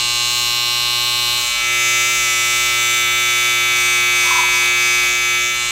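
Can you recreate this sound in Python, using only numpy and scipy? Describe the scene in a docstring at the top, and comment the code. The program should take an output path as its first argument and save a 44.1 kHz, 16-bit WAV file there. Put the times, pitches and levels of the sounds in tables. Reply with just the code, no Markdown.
"""In a barber shop, a cordless hair trimmer buzzes close up, edging behind an ear and down the neck.
Its blade slaps at both ends of each swing and sets the housing ringing; the tone shifts as the hand
turns it from flat to upright. Cut hair rasps in time with the blade, and tufts drag on the motor.
Ventilation and appliances hum underneath, and once something in the room scrapes with a hollow squeak."""
import sys
import numpy as np
from scipy import signal
from scipy.fft import rfft, irfft, next_fast_len
from scipy.io import wavfile
from scipy.ndimage import uniform_filter1d, map_coordinates

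SR = 44100
rng = np.random.default_rng(int(sys.argv[2]) if len(sys.argv) > 2 else 0)


def store_wav(level_fs):
    """Save 16-bit WAV to argv[1]."""
    pcm = np.round(np.clip(np.atleast_2d(level_fs), -1, 1) * 32767)
    wavfile.write(sys.argv[1], SR, pcm.T.astype(np.int16))


N = 251811

# motor speed, drifting with battery and grip: (time [s], blade rate [Hz])
MOTOR_SPEED = [(0, 119.9), (.2, 119.9), (.35, 121), (.46, 119.8), (.97, 120), (1.11, 120.5), (1.55, 120.3),
               (2.0, 120.25), (2.12, 121.6), (2.21, 120.1), (2.3, 119), (2.55, 120.1), (5.71, 120.2)]
# tufts of hair entering the teeth: (time [s], cutting level [dB], motor sag [Hz])
TUFTS = [(1.26, -34, 0.61), (1.47, -37, -0.0045), (2.26, -34, -0.041), (2.93, -31, -0.16),
         (3.08, -37, 0.474), (3.33, -32, 0.283), (3.45, -31, 0.21), (3.79, -32.5, 0.483), (4.02, -34, 0.17),
         (4.25, -28, 0.423), (4.39, -37.5, 0.299), (4.56, -34, 0.48), (4.65, -29, 0.54), (5.05, -27, 0.69),
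         (5.38, -33, 0.33)]
TUFT_S = .045  # half the time a tuft takes to pass
TOP_HZ = 15850


def amp(db):
    """Decibels to gain."""
    return 10 ** (np.asarray(db) / 20)


def unit(x):
    """x at rms 1."""
    return x / np.sqrt(np.mean(x ** 2) + 1e-20)


def along(points, hz):
    """(frequency [Hz], value) points read on a log axis."""
    f, v = np.transpose(points)
    return np.interp(np.log(hz + 1), np.log(f + 1), v)


def curves(rows):
    """One automation curve for each column after the time."""
    s, *cols = np.transpose(rows)
    return [np.interp(np.arange(N) / SR, s, c) for c in cols]


def bell(centre_s, width_s):
    """A smooth swell to 1 around a moment."""
    return np.exp(-((np.arange(N) / SR - centre_s) / width_s) ** 2)


def wobble(rate):
    """A smooth random curve, rate knots a second."""
    return map_coordinates(rng.standard_normal(int(N * rate / SR) + 4), [np.arange(N) * rate / SR])


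def drifting(travel, size):
    """Rows of unit noise that crossfade as the hand travels."""
    knots = rng.standard_normal((200, size))
    step, angle = travel[:, 0].astype(int), travel % 1 * np.pi / 2
    return np.cos(angle) * knots[step % len(knots)] + np.sin(angle) * knots[(step + 1) % len(knots)]


def filtered(x, response):
    """x through a complex frequency response."""
    m = next_fast_len(N + SR // 2)
    return irfft(rfft(x, m) * response(np.fft.rfftfreq(m, 1 / SR)), m)[:N]


def coloured(x, spectrum):
    """x through an EQ curve, at rms 1."""
    return unit(filtered(x, lambda hz: amp(along(spectrum, hz))))


def share(pose, index):
    """How much of a pose is heard, 0 to 1."""
    return np.clip(1 - np.abs(pose - index), 0, 1)


def per_cycle(values, phase):
    """A control read once in each blade cycle, as a column."""
    return np.interp(np.arange(int(phase[-1]) + 2) + .5, phase, values)[:, None]


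def shop():
    """Room tone: ventilation rumble and the mains hum of appliances."""
    # ventilation colour: (frequency [Hz], relative level [dB])
    vent_eq = [(15, -34), (28, -13), (45, 8), (65, -12), (95, -1), (130, -9.5), (190, -6), (260, -9.5),
               (600, -12.5), (1100, -10), (2000, -19.5), (8000, -39.5)]
    # appliance tones: (frequency [Hz], rms level [dB])
    mains = [(48.4, -50.5), (99.5, -77), (199.5, -56.5)]
    t = np.arange(N) / SR
    hum = sum(amp(db + 0.8 * wobble(6)) * np.sqrt(2) * np.sin(2 * np.pi * hz * t + .4 * wobble(7.2))
              for hz, db in mains)
    return hum + amp(-46) * coloured(rng.standard_normal(N), vent_eq)


def room(x, t60=0.49):
    """Short reverb off the shop's hard walls."""
    t = np.arange(SR // 2) / SR
    tail = rng.standard_normal(len(t)) * amp(-60 * t / t60) * (t > .005)
    return signal.fftconvolve(x, tail / np.linalg.norm(tail))[:N]


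def scrape():
    """Something like a chair leg sticks and slips at an uneven rate, ringing a hollow body."""
    # shoves: (time [s], peak level [dB])
    pushes = [(4.315, -21.7), (4.39, -19.6), (4.57, -30), (4.72, -41)]
    # body resonances: (frequency [Hz], width [Hz], relative level [dB])
    modes = [(825, 48, -27), (995, 15, -2.5), (1107, 15, -11), (1279, 55, -25.5), (1520, 300, -31.5)]
    attack_s, fall_db_per_s = 0.08, 135
    t = np.arange(N) / SR
    swells = [amp(db - fall_db_per_s * np.maximum(t - s, 0)) * np.clip(1 + (t - s) / attack_s, 0, 1)
              for s, db in pushes]
    slip_phase = np.cumsum(48 * np.exp(.35 * wobble(40))) / SR
    slips = rng.standard_normal(N) * (0.23 + np.exp(-(slip_phase % 1) / 0.163))
    body = lambda f: sum((-1) ** k * amp(db) * 1j * f * width / (hz * hz - f * f + 1j * f * width)
                         for k, (hz, width, db) in enumerate(modes))
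    ring = filtered(slips, body)
    levelled = ring / np.sqrt(np.abs(uniform_filter1d(ring ** 2, size=2200)) + 1e-20)
    return np.max(swells, axis=0) * levelled


def motor():
    """Blade cycles so far: tufts slow the motor, which then overshoots."""
    overshoot, delay_s = .65, 0.106
    speed, = curves(MOTOR_SPEED)
    drag = sum(sag * (bell(s, TUFT_S) - overshoot * bell(s + delay_s, TUFT_S)) for s, _, sag in TUFTS)
    return np.cumsum(speed - drag + 0.084 * wobble(45)) / SR


def cutting(pose):
    """Level of the hair being cut, in dB: steady stubble plus tufts."""
    # stubble level by pose: (flat [dB], upright [dB], neck [dB])
    stubble_db = [-31, -34.5, -32]
    stubble = amp(np.interp(pose, np.arange(len(stubble_db)), stubble_db))
    return 10 * np.log10(stubble ** 2 + sum(amp(db) ** 2 * bell(s, TUFT_S) for s, db, _ in TUFTS))


def pressure():
    """Each stroke leans on the skin, holds and lets go, 0 to 1."""
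    # strokes of the hand: (start [s], end [s], force [0-1])
    strokes = [(1.757, 2.74, 0.98), (2.74, 3.07, 0.99), (3.125, 3.6, .55), (3.72, 4.028, 1),
               (4.1, 4.453, 1), (4.476, 4.66, 1), (4.76, 5.053, 0.94), (5.2, 5.399, 0.59)]
    press_s, release_s = .11, .12
    t = np.arange(N) / SR
    return sum(
        force * np.sin(np.pi / 2 * np.clip(np.minimum((t - start) / press_s, (end - t) / release_s), 0, 1))
        for start, end, force in strokes)


def blows(phase, decay, back_db, back_at=0.509):
    """Envelope of the two blade reversals in a cycle; decay and back_at are in cycles."""
    swell = lambda u: u / decay * np.exp(1 - u / decay)
    return swell(phase % 1) + amp(back_db) * swell((phase - back_at) % 1)


def buzz(phase, gains, travel, decay, back_db, echo, size=1024):
    """A unit-level buzz, one row of harmonic gains per cycle, bunched behind the two reversals."""
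    count = gains.shape[1]
    burst = drifting(travel / 2, size) * blows(np.arange(size) / size, decay, back_db)
    ring = rfft(burst)[:, 1:count + 1]
    whitened = ring / np.sqrt(np.abs(ring) ** 2 + .01 * np.mean(np.abs(ring) ** 2))
    # reflections off head and hand add to or cancel each harmonic as the trimmer moves
    paths = 1 + echo * (drifting(travel, count) + 1j * drifting(travel, count))
    cycles = irfft(np.pad(gains * whitened * paths, ((0, 0), (1, 0))), size)
    cycles = cycles / cycles.std(axis=1, keepdims=True)
    return map_coordinates(cycles.ravel(), [phase * size], order=1, mode="nearest")


def rasp(phase, pose, cut_db):
    """Hairs snap each time the teeth close: spiky noise pulsing twice a cycle."""
    # rasp colour, held flat and upright: (frequency [Hz], relative level [dB])
    flat_eq = [(200, -41), (500, -22), (1100, -9), (1800, -15), (2400, -4), (3600, -3.5), (4200, -3),
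               (5200, -6), (6200, -5.5), (8000, -3.5), (9500, -7.5), (11800, -11.5), (13500, -16),
               (15500, -27)]
    upright_eq = [(200, -26), (500, -8.5), (1100, -7), (1800, -7.5), (2400, 1.5), (3600, 1), (4200, -1),
                  (5200, -2.5), (6200, -2), (8000, -8), (9500, -6.5), (11800, -13), (13500, -6.5),
                  (15500, -24)]
    crackle = rng.standard_normal(N) * amp(2.4 * wobble(1500))
    snaps = crackle * (0.59 + blows(phase, decay=0.066, back_db=4.5))
    flat = share(pose, 0)
    blend = np.sqrt(flat) * coloured(snaps, flat_eq) + np.sqrt(1 - flat) * coloured(snaps, upright_eq)
    return amp(cut_db - 1) * blend


def free_blade(phase, hz, travel):
    """Off the neck, the blade slaps mainly at one end of its swing; gives the rattle and the lift."""
    # lifts off the skin: (start [s], end [s], rattle level [dB])
    lifts = [(4.641, 4.77, -28.5), (5.03, 5.209, -25), (5.37, 5.536, -25)]
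    # ring of the free blade: (frequency [Hz], relative level [dB])
    free_eq = [(4600, -23), (5800, -4), (6200, -5), (6600, -3.5), (7200, -8), (8000, -14), (9000, -29),
               (15800, -30)]
    t = np.arange(N) / SR
    arcs = np.array([np.sin(np.pi * np.clip((t - start) / (end - start), 0, 1))
                     for start, end, _ in lifts])
    rattle = buzz(phase, amp(along(free_eq, hz))[None], 0 * travel, decay=.03, back_db=-20, echo=0)
    return amp(np.array(lifts)[:, 2]) @ arcs * rattle, arcs.sum(axis=0)


def blade(phase, pose, travel, load):
    """Steel rings after both blows of each cycle, in three bands: a low slap, a brighter ring and high ticks.
    Hair in the teeth unsettles the blows' timing and strength."""
    # unpressed contacts, as the blade faces us or turns away: (time [s], slap [dB], ring [dB], tick [dB])
    levels = [(0, -27.5, -27, -39.5), (.43, -27.5, -26.5, -34), (.58, -28, -31, -35),
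              (1.35, -29, -29.5, -33), (1.48, -29.5, -26.5, -34.5), (1.57, -29.5, -31.5, -39.5),
              (1.76, -27, -28, -33), (2.75, -28, -29, -32), (5.25, -27, -31, -35),
              (5.53, -29.5, -31.5, -36), (5.62, -30.5, -27.5, -41)]
    # boost at full force: (slap [dB], ring [dB], tick [dB])
    boosts = [3, 3.5, 0.74]
    # slap, ring and tick bands: (low [Hz], high [Hz], decay [cycles], return blow [dB])
    bands = [(4620, 6420, 0.04, -5), (6420, 8820, .055, 0), (8820, 15850, 0.059, 0)]
    # steel colour held flat, upright and pressed on the neck: (frequency [Hz], relative level [dB])
    flat_eq = [(4700, 1), (5050, -4.5), (5450, 3), (5900, -3.5), (6300, -5.5), (7300, -4.5), (8100, -5.5),
               (9000, -10), (10400, -18.5), (11300, -7.5), (12700, -12), (13600, -7), (14600, -15.5),
               (15800, -12)]
    upright_eq = [(4700, -4.5), (5050, -3), (5450, -7), (5850, 3), (6250, 4.5), (6700, 2), (7300, 2),
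                  (8000, 0), (8700, -10.5), (10200, -12), (11400, -8.5), (12400, -12), (13500, -9.5),
                  (15800, -14)]
    neck_eq = [(4700, -0.5), (5300, -5.5), (5650, 0.5), (5900, 7), (6300, 2), (6700, -1), (7300, -1.5),
               (7800, -5), (8300, 3), (8800, -8), (10200, -13), (11900, -7), (13100, -14), (13900, -2),
               (14600, -15.5), (15800, -13.5)]
    patchy_db, evening_db, lift_duck_db = 1.7, 4, -2.5
    pitch = np.mean(np.array(MOTOR_SPEED)[:, 1])
    hz = np.arange(pitch, TOP_HZ, pitch)
    held, force = per_cycle(pose, phase), pressure()
    press = per_cycle(force, phase)
    flat, neck = share(held, 0), np.clip(held - 1, 0, 1) * np.clip(press, 0, 1)
    upright = 1 - flat - neck
    ring_db = flat * along(flat_eq, hz) + neck * along(neck_eq, hz) + upright * along(upright_eq, hz)
    # the ring changes with the spot that touches the skin
    spot = .8 * travel + 1.3 * press
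    patches = unit(uniform_filter1d(drifting(2 * travel + spot, len(hz)), size=5, axis=1))
    steel = amp(ring_db + patchy_db * patches)
    loose = phase + 0.0003 * load * wobble(240) + 0.00045 * wobble(15)
    contacts = 0
    for db, boost_db, (low, high, decay, back_db) in zip(curves(levels), boosts, bands):
        gains = steel * (hz >= low) * (hz < high)
        return_db = np.minimum(back_db + evening_db * neck, 0)  # the neck evens out the two reversals
        contacts += amp(db + boost_db * force) * buzz(loose, gains, spot, decay, return_db, echo=0.2)
    rattle, lifted = free_blade(loose, hz, spot)
    flutter = amp(0.42 * load * wobble(240))
    return flutter * (amp(lift_duck_db * lifted) * contacts + rattle)


def housing(phase, pose, travel, load):
    """The shaking handle hums on the lowest harmonics; above them the shell rings after every blow."""
    # nearness of the trimmer: (time [s], level [dB])
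    nearness = [(0, -19), (1.34, -18), (1.46, -20.5), (1.58, -19), (1.74, -17), (2.0, -16.5), (2.15, -18),
                (4.1, -15.5), (5.0, -15.5), (5.17, -17.5), (5.35, -16.6), (5.6, -20.5)]
    # housing tone in each pose: (harmonic [x blade rate], relative level [dB])
    flat = [(1, -18.5), (2, -41), (3, -21.5), (4, -39), (5, -18), (6, -32.5), (7, -11), (8, -20.5), (9, -6),
            (10, -8.5), (11, -24), (12, -16.5), (13, -13), (14, -25.5), (15, -17), (16, -23.5), (17, -11),
            (18, -16), (19, -1.5), (20, -15), (21, -4.5), (22, -8.5), (23, -2), (24, -2.5), (25, -3),
            (26, -6), (27, -20), (28, -6.5), (29, -6.5), (30, -3.5), (31, -11.5), (32, -4), (33, -6.5),
            (34, 1), (35, -5), (36, -5), (37, -7.5), (38, -20)]
    upright = [(1, -18.5), (2, -39.5), (3, -15.5), (4, -28), (5, -20.5), (6, -31.5), (7, -21), (8, -25),
               (9, -25), (10, -16.5), (11, -5), (12, -26.5), (13, -12), (14, -9), (15, -11), (16, -25.5),
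               (17, -3.5), (18, -7.5), (19, 2), (20, -9.5), (21, -4.5), (22, -8.5), (23, -7), (24, -18.5),
               (25, -5.5), (26, -13), (27, -16), (28, -15), (29, -3), (30, -17), (31, -5), (32, -12),
               (33, -24), (34, -15), (35, -16), (36, -37), (37, -15.5), (38, -22.5)]
    neck = [(1, -22), (2, -39), (3, -15), (4, -29.5), (5, -25.5), (6, -27.5), (7, -20.5), (8, -27.5),
            (9, -17), (10, -16.5), (11, -9), (12, -20.5), (13, -11.5), (14, -9.5), (15, -14), (16, -25),
            (17, -5.5), (18, -5.5), (19, 1), (20, -12.5), (21, -3), (22, -6.5), (23, -13.5), (24, -23),
            (25, -15), (26, -15), (27, -15), (28, -13.5), (29, -8.5), (30, -13.5), (31, -8), (32, -16),
            (33, -20), (34, -19.5), (35, -17), (36, -35), (37, -17), (38, -15.5)]
    hum_harmonics, hum_offset_db = 4, -21
    buzz_db, = curves(nearness)
    # the hum dips as the turning handle shakes across the microphone
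    hum_db = buzz_db + hum_offset_db - 14 * bell(centre_s=1.544, width_s=0.083)
    held = per_cycle(pose, phase)
    gains = sum(share(held, i) * amp(np.array(tone)[:, 1]) for i, tone in enumerate((flat, upright, neck)))
    low = np.arange(gains.shape[1]) < hum_harmonics
    hum = buzz(phase, gains * low, 0 * travel, decay=0.25, back_db=-11, echo=0)
    shaken = phase + 0.00042 * load * wobble(200)
    shell = buzz(shaken, gains * ~low, .5 * travel, decay=.2, back_db=-1.5, echo=.18)
    return amp(hum_db) * hum + amp(buzz_db + 0.22 * load * wobble(120)) * shell


def scene():
    """One motor drives housing, blade and rasp over the room tone; teeth and scrape feed the reverb."""
    # the grip: (time [s], pose [0 flat by the ear, 1 upright by the ear, 2 upright on the neck])
    grip = [(0, 0.008), (1.36, 0.044), (1.45, .3), (1.56, .5), (1.64, .9), (1.74, 1.02), (2.7, 0.88),
            (3.6, 1.35), (3.85, 1.8), (5.05, 1.97), (5.42, 1.4), (5.56, .85), (5.71, .65)]
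    pose = np.clip(curves(grip)[0], 0, 2)
    phase, cut_db = motor(), cutting(pose)
    load = unit(amp(cut_db) ** 0.86)  # thick tufts snag the blade more than single hairs
    # the hand creeps along the hairline and swings when the trimmer is turned
    turning = np.abs(np.gradient(share(pose, 0)))
    travel = per_cycle(np.cumsum(1.2 / SR + 3.55 * turning), phase)
    teeth = blade(phase, pose, travel, load) + rasp(phase, pose, cut_db)
    trimmer = housing(phase, pose, travel, load) + teeth
    squeak = scrape()
    reverb = room(amp(-17) * teeth + amp(-14) * squeak)
    return (trimmer + squeak + reverb + shop())[None]


def record(dry):
    """A brick-wall low-pass takes off the very top."""
    return filtered(dry[0], lambda hz: hz < TOP_HZ)[None]


dry = scene()
out = record(dry)
store_wav(out)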